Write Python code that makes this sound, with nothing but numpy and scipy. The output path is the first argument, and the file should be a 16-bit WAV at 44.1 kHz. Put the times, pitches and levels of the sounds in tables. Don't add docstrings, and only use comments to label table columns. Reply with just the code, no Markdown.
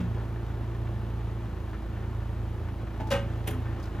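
import sys
import numpy as np
from scipy import signal
from scipy.fft import rfft, irfft, next_fast_len
from scipy.io import wavfile
from scipy.ndimage import map_coordinates

SR = 44100
rng = np.random.default_rng(int(sys.argv[2]) if len(sys.argv) > 2 else 0)


def pcm_store(signal):
    levels = np.round(np.clip(np.atleast_2d(signal), -1, 1) * 32767)
    wavfile.write(sys.argv[1], SR, levels.astype(np.int16).T)


N = 4 * SR

# frequency in Hz, relative level in dB.
EDGE_SPECTRUM = [(200, -17), (1800, 1), (3000, -3), (4400, 5), (6800, -0.5), (9200, 0.5), (10800, -6),
                 (13000, -9), (15500, -15)]


def amp(db):
    return 10 ** (np.asarray(db) / 20)


def unit(x):
    return x / np.sqrt(np.mean(x ** 2) + 1e-20)


def along(points, hz):
    knots_hz, values = np.transpose(points)
    return np.interp(np.log(hz + 1), np.log(knots_hz + 1), values)


def curves(rows):
    times_s, *columns = np.transpose(rows)
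    return [np.interp(np.arange(N) / SR, times_s, column) for column in columns]


def since(start_s):
    return np.maximum(np.arange(N) / SR - start_s, 0)


def wobble(rate_hz):
    return map_coordinates(rng.standard_normal(4096), [np.arange(N) * rate_hz / SR], mode="mirror")


def filtered(x, response):
    size = next_fast_len(N + SR // 4)
    return irfft(rfft(x, size) * response(np.fft.rfftfreq(size, 1 / SR)), size)[..., :N]


def spread(pair):
    # frequency in Hz, coherence of the two ports.
    coherence = [(50, 0.98), (250, 0.93), (1000, 0.87), (3000, 0.96), (5200, 0.55), (7000, 1), (12000, 1)]
    angle = lambda hz: np.arccos(np.clip(along(coherence, hz), 0, 1)) / 2
    mid, side = filtered(pair, lambda hz: np.array([np.cos(angle(hz)), np.sin(angle(hz))]))
    return np.array([mid + side, mid - side])


def noise(spectrum, ripple_db=0, spacing_hz=68.9):
    peaks = rng.standard_normal(4096)
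    ripple = lambda hz: ripple_db * map_coordinates(peaks, [hz / spacing_hz], mode="mirror")
    white = rng.standard_normal((2, N))
    return unit(spread(filtered(white, lambda hz: amp(along(spectrum, hz) + ripple(hz)))))


def blow(start_s, attack_s, t60_s):
    t = since(start_s)
    return (1 - np.exp(-t / attack_s)) * amp(-60 * np.minimum(t / t60_s, 10))


def ring(modes, start_s, db, attack_s, rough_rad_per_khz):
    t = since(start_s)
    phase = lambda hz: 2 * np.pi * hz * t + rough_rad_per_khz * hz / 1000 * wobble(90)
    return amp(db) * sum(amp(mode_db) * blow(start_s, attack_s, t60_s) * np.sin(phase(hz))
                         for hz, mode_db, t60_s in modes)


def contacts(hits, spectrum, attack_s, t60_s):
    power = sum((amp(db) * blow(start_s, attack_s, t60_s)) ** 2 for start_s, db in hits)
    return np.sqrt(power) * noise(spectrum, ripple_db=3)


def exhaust(turns, levels_db, pipe_hz=73, pipe_q=1.4, waver_db=2, jitter_rad=0.12):
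    # shaft order, level in dB.
    overtones = [(1, -62), (5, -63), (6, -55), (7, -53.5), (8, -54.5), (9, -64.5), (10, -61.5), (12, -52),
                 (13, -60), (14, -61.5)]
    angle = 2 * np.pi * turns
    shaft_hz = np.gradient(turns) * SR
    pipe_lag = lambda hz: 2 * np.arctan(pipe_q * (hz / pipe_hz - pipe_hz / hz))
    throb = sum(amp(db) * np.sin(order * angle - pipe_lag(order * shaft_hz))
                for order, db in enumerate(levels_db, 2))
    for order, db in overtones:
        gain = amp(db + waver_db * wobble(6.97))
        phase = order * (angle + jitter_rad * wobble(12))
        throb += gain * np.sin(phase - pipe_lag(order * shaft_hz))
    return np.sqrt(2) * throb


def firings(turns, scatter_db, limp_db, fade_turns):
    firing = np.floor(2 * turns).astype(int)
    strength = amp(scatter_db * rng.standard_normal(N)[firing] - limp_db * (firing % 2))
    age_turns = turns % 0.5
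    return unit(strength * np.exp(-age_turns / fade_turns))


def clatter(turns):
    # time in seconds, gain in dB.
    drift = [(0, 2), (.12, 1.5), (.35, 0.5), (1.2, 0.5), (1.6, -0.5), (2.1, 0.5), (2.9, 0), (3.3, 2),
             (3.7, 1.5), (4, 2.5)]
    # frequency in Hz, relative level in dB.
    rumble_spectrum = [(20, -23), (42, 1), (70, 8.5), (110, 8), (160, -1), (260, -7), (350, -1),
                       (520, -9.5), (900, -10), (1600, -18.5), (2300, -24.5), (3200, -25.5), (5000, -38),
                       (8000, -36), (16000, -62)]
    puff_spectrum = [(80, -27), (170, 6.5), (350, -1), (600, -4.5), (1200, -13), (3000, -39.5)]
    valve_spectrum = [(200, -38), (800, 8), (1800, 6), (3200, -7), (6000, -22), (15000, -48)]
    drift_db, = curves(drift)
    swell = amp(0.2 * np.cos(2 * np.pi * turns) + 0.63 * wobble(16))
    ticks = firings(turns, scatter_db=2.8, limp_db=1.5, fade_turns=0.59)
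    valves = ticks * noise(valve_spectrum, ripple_db=3)
    puffs = firings(turns, scatter_db=1, limp_db=1, fade_turns=0.44) * noise(puff_spectrum)
    rumble = unit(swell) * noise(rumble_spectrum)
    return amp(drift_db) * (amp(-42) * rumble + amp(-57) * valves + amp(-49) * puffs)


def engine(first_turn_s=0.007):
    # time in seconds, shaft speed in Hz, levels of orders 2, 3 and 4 in dB.
    idle = [(0, 28.5, -44, -35.5, -38.5), (0.09, 28.55, -36, -38.5, -32), (0.24, 28.23, -36.5, -42, -36),
            (0.48, 28.21, -37, -41, -36), (0.7, 28.39, -38, -42, -33.5), (1.21, 28.22, -35.5, -42, -35),
            (1.44, 28.02, -37, -49, -36), (1.53, 27.36, -38.5, -40, -43.5), (1.64, 27.16, -38.5, -37, -40),
            (1.84, 27.3, -36, -47, -43.5), (1.95, 27.69, -38.5, -38, -35.5), (2.3, 27.95, -35, -40, -35),
            (2.6, 27.8, -38, -37.5, -37.5), (2.91, 27.22, -36.5, -42, -40), (3.15, 28.1, -35, -42.5, -33.5),
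            (3.45, 28.18, -38.5, -37.5, -35), (3.74, 28.17, -38, -38.5, -36),
            (3.84, 26.9, -36.5, -42.5, -41), (4, 26.5, -38, -35, -39.5)]
    shaft_hz, *levels_db = curves(idle)
    turns = np.cumsum(shaft_hz) / SR - first_turn_s * shaft_hz[0]
    return exhaust(turns, levels_db) + clatter(turns)


def street():
    # frequency in Hz, relative level in dB.
    spectrum = [(30, 5), (400, 4.5), (1500, -6), (3000, -11.5), (5000, -16.5), (7000, -25), (9000, -15),
                (11500, -20), (14000, -27), (15800, -49)]
    return amp(-55) * noise(spectrum)


def truck_thump():
    # frequency in Hz, relative level in dB, t60 in seconds.
    modes = [(179.5, 4, 0.23), (235, -3, 0.55)]
    return ring(modes, start_s=0, db=-29, attack_s=0.0034, rough_rad_per_khz=1)


def rattles():
    # start in seconds, level in dB.
    hits = [(0.001, -40), (0.145, -46.5), (2.999, -39.5)]
    # frequency in Hz, relative level in dB.
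    spectrum = [(100, -13), (250, -4.5), (450, 11), (700, 4), (1100, 1), (2000, 1.5), (3000, -0.5),
                (4200, -11.5), (6500, -16), (9000, -16), (15000, -34)]
    return contacts(hits, spectrum, attack_s=0.0025, t60_s=0.13)


def handling():
    # start in seconds, level in dB.
    clunks = [(0.16, -38.5), (0.595, -44), (0.785, -53), (0.875, -42.5), (1.675, -59), (2.03, -43)]
    scrapes = [(0.165, -53), (1.728, -46), (1.958, -50), (2.025, -49), (3.652, -45.5), (3.69, -50)]
    ticks = [(3.799, -55), (3.827, -50), (3.838, -50), (3.855, -53)]
    # frequency in Hz, relative level in dB.
    clunk_spectrum = [(150, -6), (500, 6.5), (800, 0), (1200, -2), (2000, -16.5), (5000, -51)]
    scrape_spectrum = [(300, -15), (1000, -6), (1500, 3), (2000, -2), (3000, -15), (6000, -33),
                       (15000, -40)]
    return (contacts(clunks, clunk_spectrum, attack_s=0.0045, t60_s=0.16)
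            + contacts(scrapes, scrape_spectrum, attack_s=0.005, t60_s=0.21)
            + contacts(ticks, EDGE_SPECTRUM, attack_s=0.00042, t60_s=0.057))


def mailbox_door():
    # frequency in Hz, relative level in dB, t60 in seconds.
    flap_modes = [(275, -4.5, 0.39), (331, -1, 0.14), (648, -2.5, 0.17), (803, -2, 0.13), (876, -4.5, 0.61),
                  (965, -6.5, 0.12), (1710, -10, 0.083)]
    shell_modes = [(556, 0, .32), (1859, -18, .3), (1300, -18, .22), (784, -15, .32), (226, -14, .4),
                   (503, -12, .2), (1066, -21, .22), (1561, -24, .33), (1610, -18, .22), (2140, -24, .25),
                   (2412, -17, .14), (2469, -18, .14), (2632, -20, .17), (2866, -18, .15), (3318, -21, .15),
                   (3634, -21, .11)]
    # start in seconds, level in dB.
    edge_hits = [(3.004, -61), (3.07, -51), (3.1035, -39), (3.113, -33.5), (3.124, -38)]
    slam_hits = [(3.1075, -26.5), (3.116, -27.5), (3.123, -25.5), (3.135, -26), (3.15, -29.5), (3.163, -31),
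                 (3.173, -48), (3.189, -41), (3.21, -51)]
    # frequency in Hz, relative level in dB.
    slam_spectrum = [(100, 3.5), (250, 4), (450, 6.5), (700, 3), (1100, 1.5), (2000, -4), (3000, -2.5),
                     (4200, -14.5), (6500, -24), (9000, -17), (15000, -39)]
    return (ring(flap_modes, start_s=2.997, db=-33, attack_s=0.0036, rough_rad_per_khz=0.47)
            + contacts(edge_hits, EDGE_SPECTRUM, attack_s=0.0015, t60_s=0.095)
            + contacts(slam_hits, slam_spectrum, attack_s=0.0011, t60_s=0.077)
            + ring(shell_modes, start_s=3.108, db=-17.5, attack_s=0.008, rough_rad_per_khz=0.28))


def mailbox_catch():
    # frequency in Hz, relative level in dB, t60 in seconds.
    modes = [(333.2, -1.5, 0.28), (422.4, 0, 0.26), (567, -7, 0.28), (757, -5, 0.163), (1230, -11, .15),
             (2720, -15, 0.11), (2830, -10, 0.082), (3393, -15, 0.092)]
    # start in seconds, level in dB.
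    stop_hits = [(3.462, -41), (3.473, -32), (3.479, -30.5), (3.488, -33), (3.502, -39)]
    clicks = [(3.473, -35), (3.4762, -29.5), (3.484, -35), (3.496, -44), (3.51, -39.5)]
    # frequency in Hz, relative level in dB.
    stop_spectrum = [(100, 8), (250, 11.5), (500, 5), (800, 4), (1200, -6), (2000, -6.5), (2600, -0.5),
                     (3200, -1), (4200, -14), (6500, -14), (15000, -30)]
    click_spectrum = [(200, -3), (1800, 4), (2900, 3), (4400, -13), (6800, -6.5), (8000, 1), (9200, 7),
                      (10800, -1), (12500, 2), (14200, -12), (15800, -16)]
    return (contacts(stop_hits, stop_spectrum, attack_s=0.00095, t60_s=0.07)
            + ring(modes, start_s=3.471, db=-32, attack_s=0.0062, rough_rad_per_khz=0.46)
            + contacts(clicks, click_spectrum, attack_s=0.00056, t60_s=0.041))


def hum(start_s=3.515, length_s=0.1, hz=254, db=-36.5):
    t = since(start_s)
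    arch = np.abs(np.sin(np.pi * np.minimum(t / length_s, 1)))
    return amp(db) * np.sqrt(arch) * np.sin(2 * np.pi * hz * t)


def echo(x, delay_s):
    # frequency in Hz, t60 in seconds.
    decay = [(200, .35), (550, .22), (1500, .42), (3000, .3), (12000, .19)]
    hz, t, white = signal.stft(rng.standard_normal((2, SR // 2)), SR, nperseg=256)
    _, tail = signal.istft(white * amp(-60 * t / along(decay, hz)[:, None]), SR, nperseg=256)
    tail /= np.linalg.norm(tail[0])
    wet = signal.fftconvolve(x.mean(0)[None], tail, axes=1)[:, :N]
    return filtered(spread(wet), lambda f: np.exp(-2j * np.pi * f * delay_s))


def scene():
    knocks = truck_thump() + rattles() + handling() + mailbox_door() + mailbox_catch() + hum()
    return engine() + street() + knocks + amp(-10.5) * echo(knocks, delay_s=0.022)


def record(dry, top_hz=15780):
    # frequency in Hz, left minus right in dB.
    balance = [(50, -1.5), (130, -1), (500, .5), (2500, 1.4), (8000, 0)]
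    # frequency in Hz, lag of the right port in radians.
    lag = [(20, 0), (800, .4), (1600, .25), (3200, .85), (5100, .6), (5800, -1.5), (6600, -.7),
           (7500, -2.2), (8200, -2.5), (8700, -3.14), (9200, -3.65), (10300, -3.9), (11400, -4.5),
           (12400, -5.5), (13400, -6.28)]
    gain = lambda hz: amp(np.array([[0.5], [-0.5]]) * along(balance, hz))
    phase = lambda hz: np.array([[0], [-1]]) * along(lag, hz)
    return filtered(dry, lambda hz: gain(hz) * np.exp(1j * phase(hz)) * (hz < top_hz))


dry = scene()
out = record(dry)
pcm_store(out)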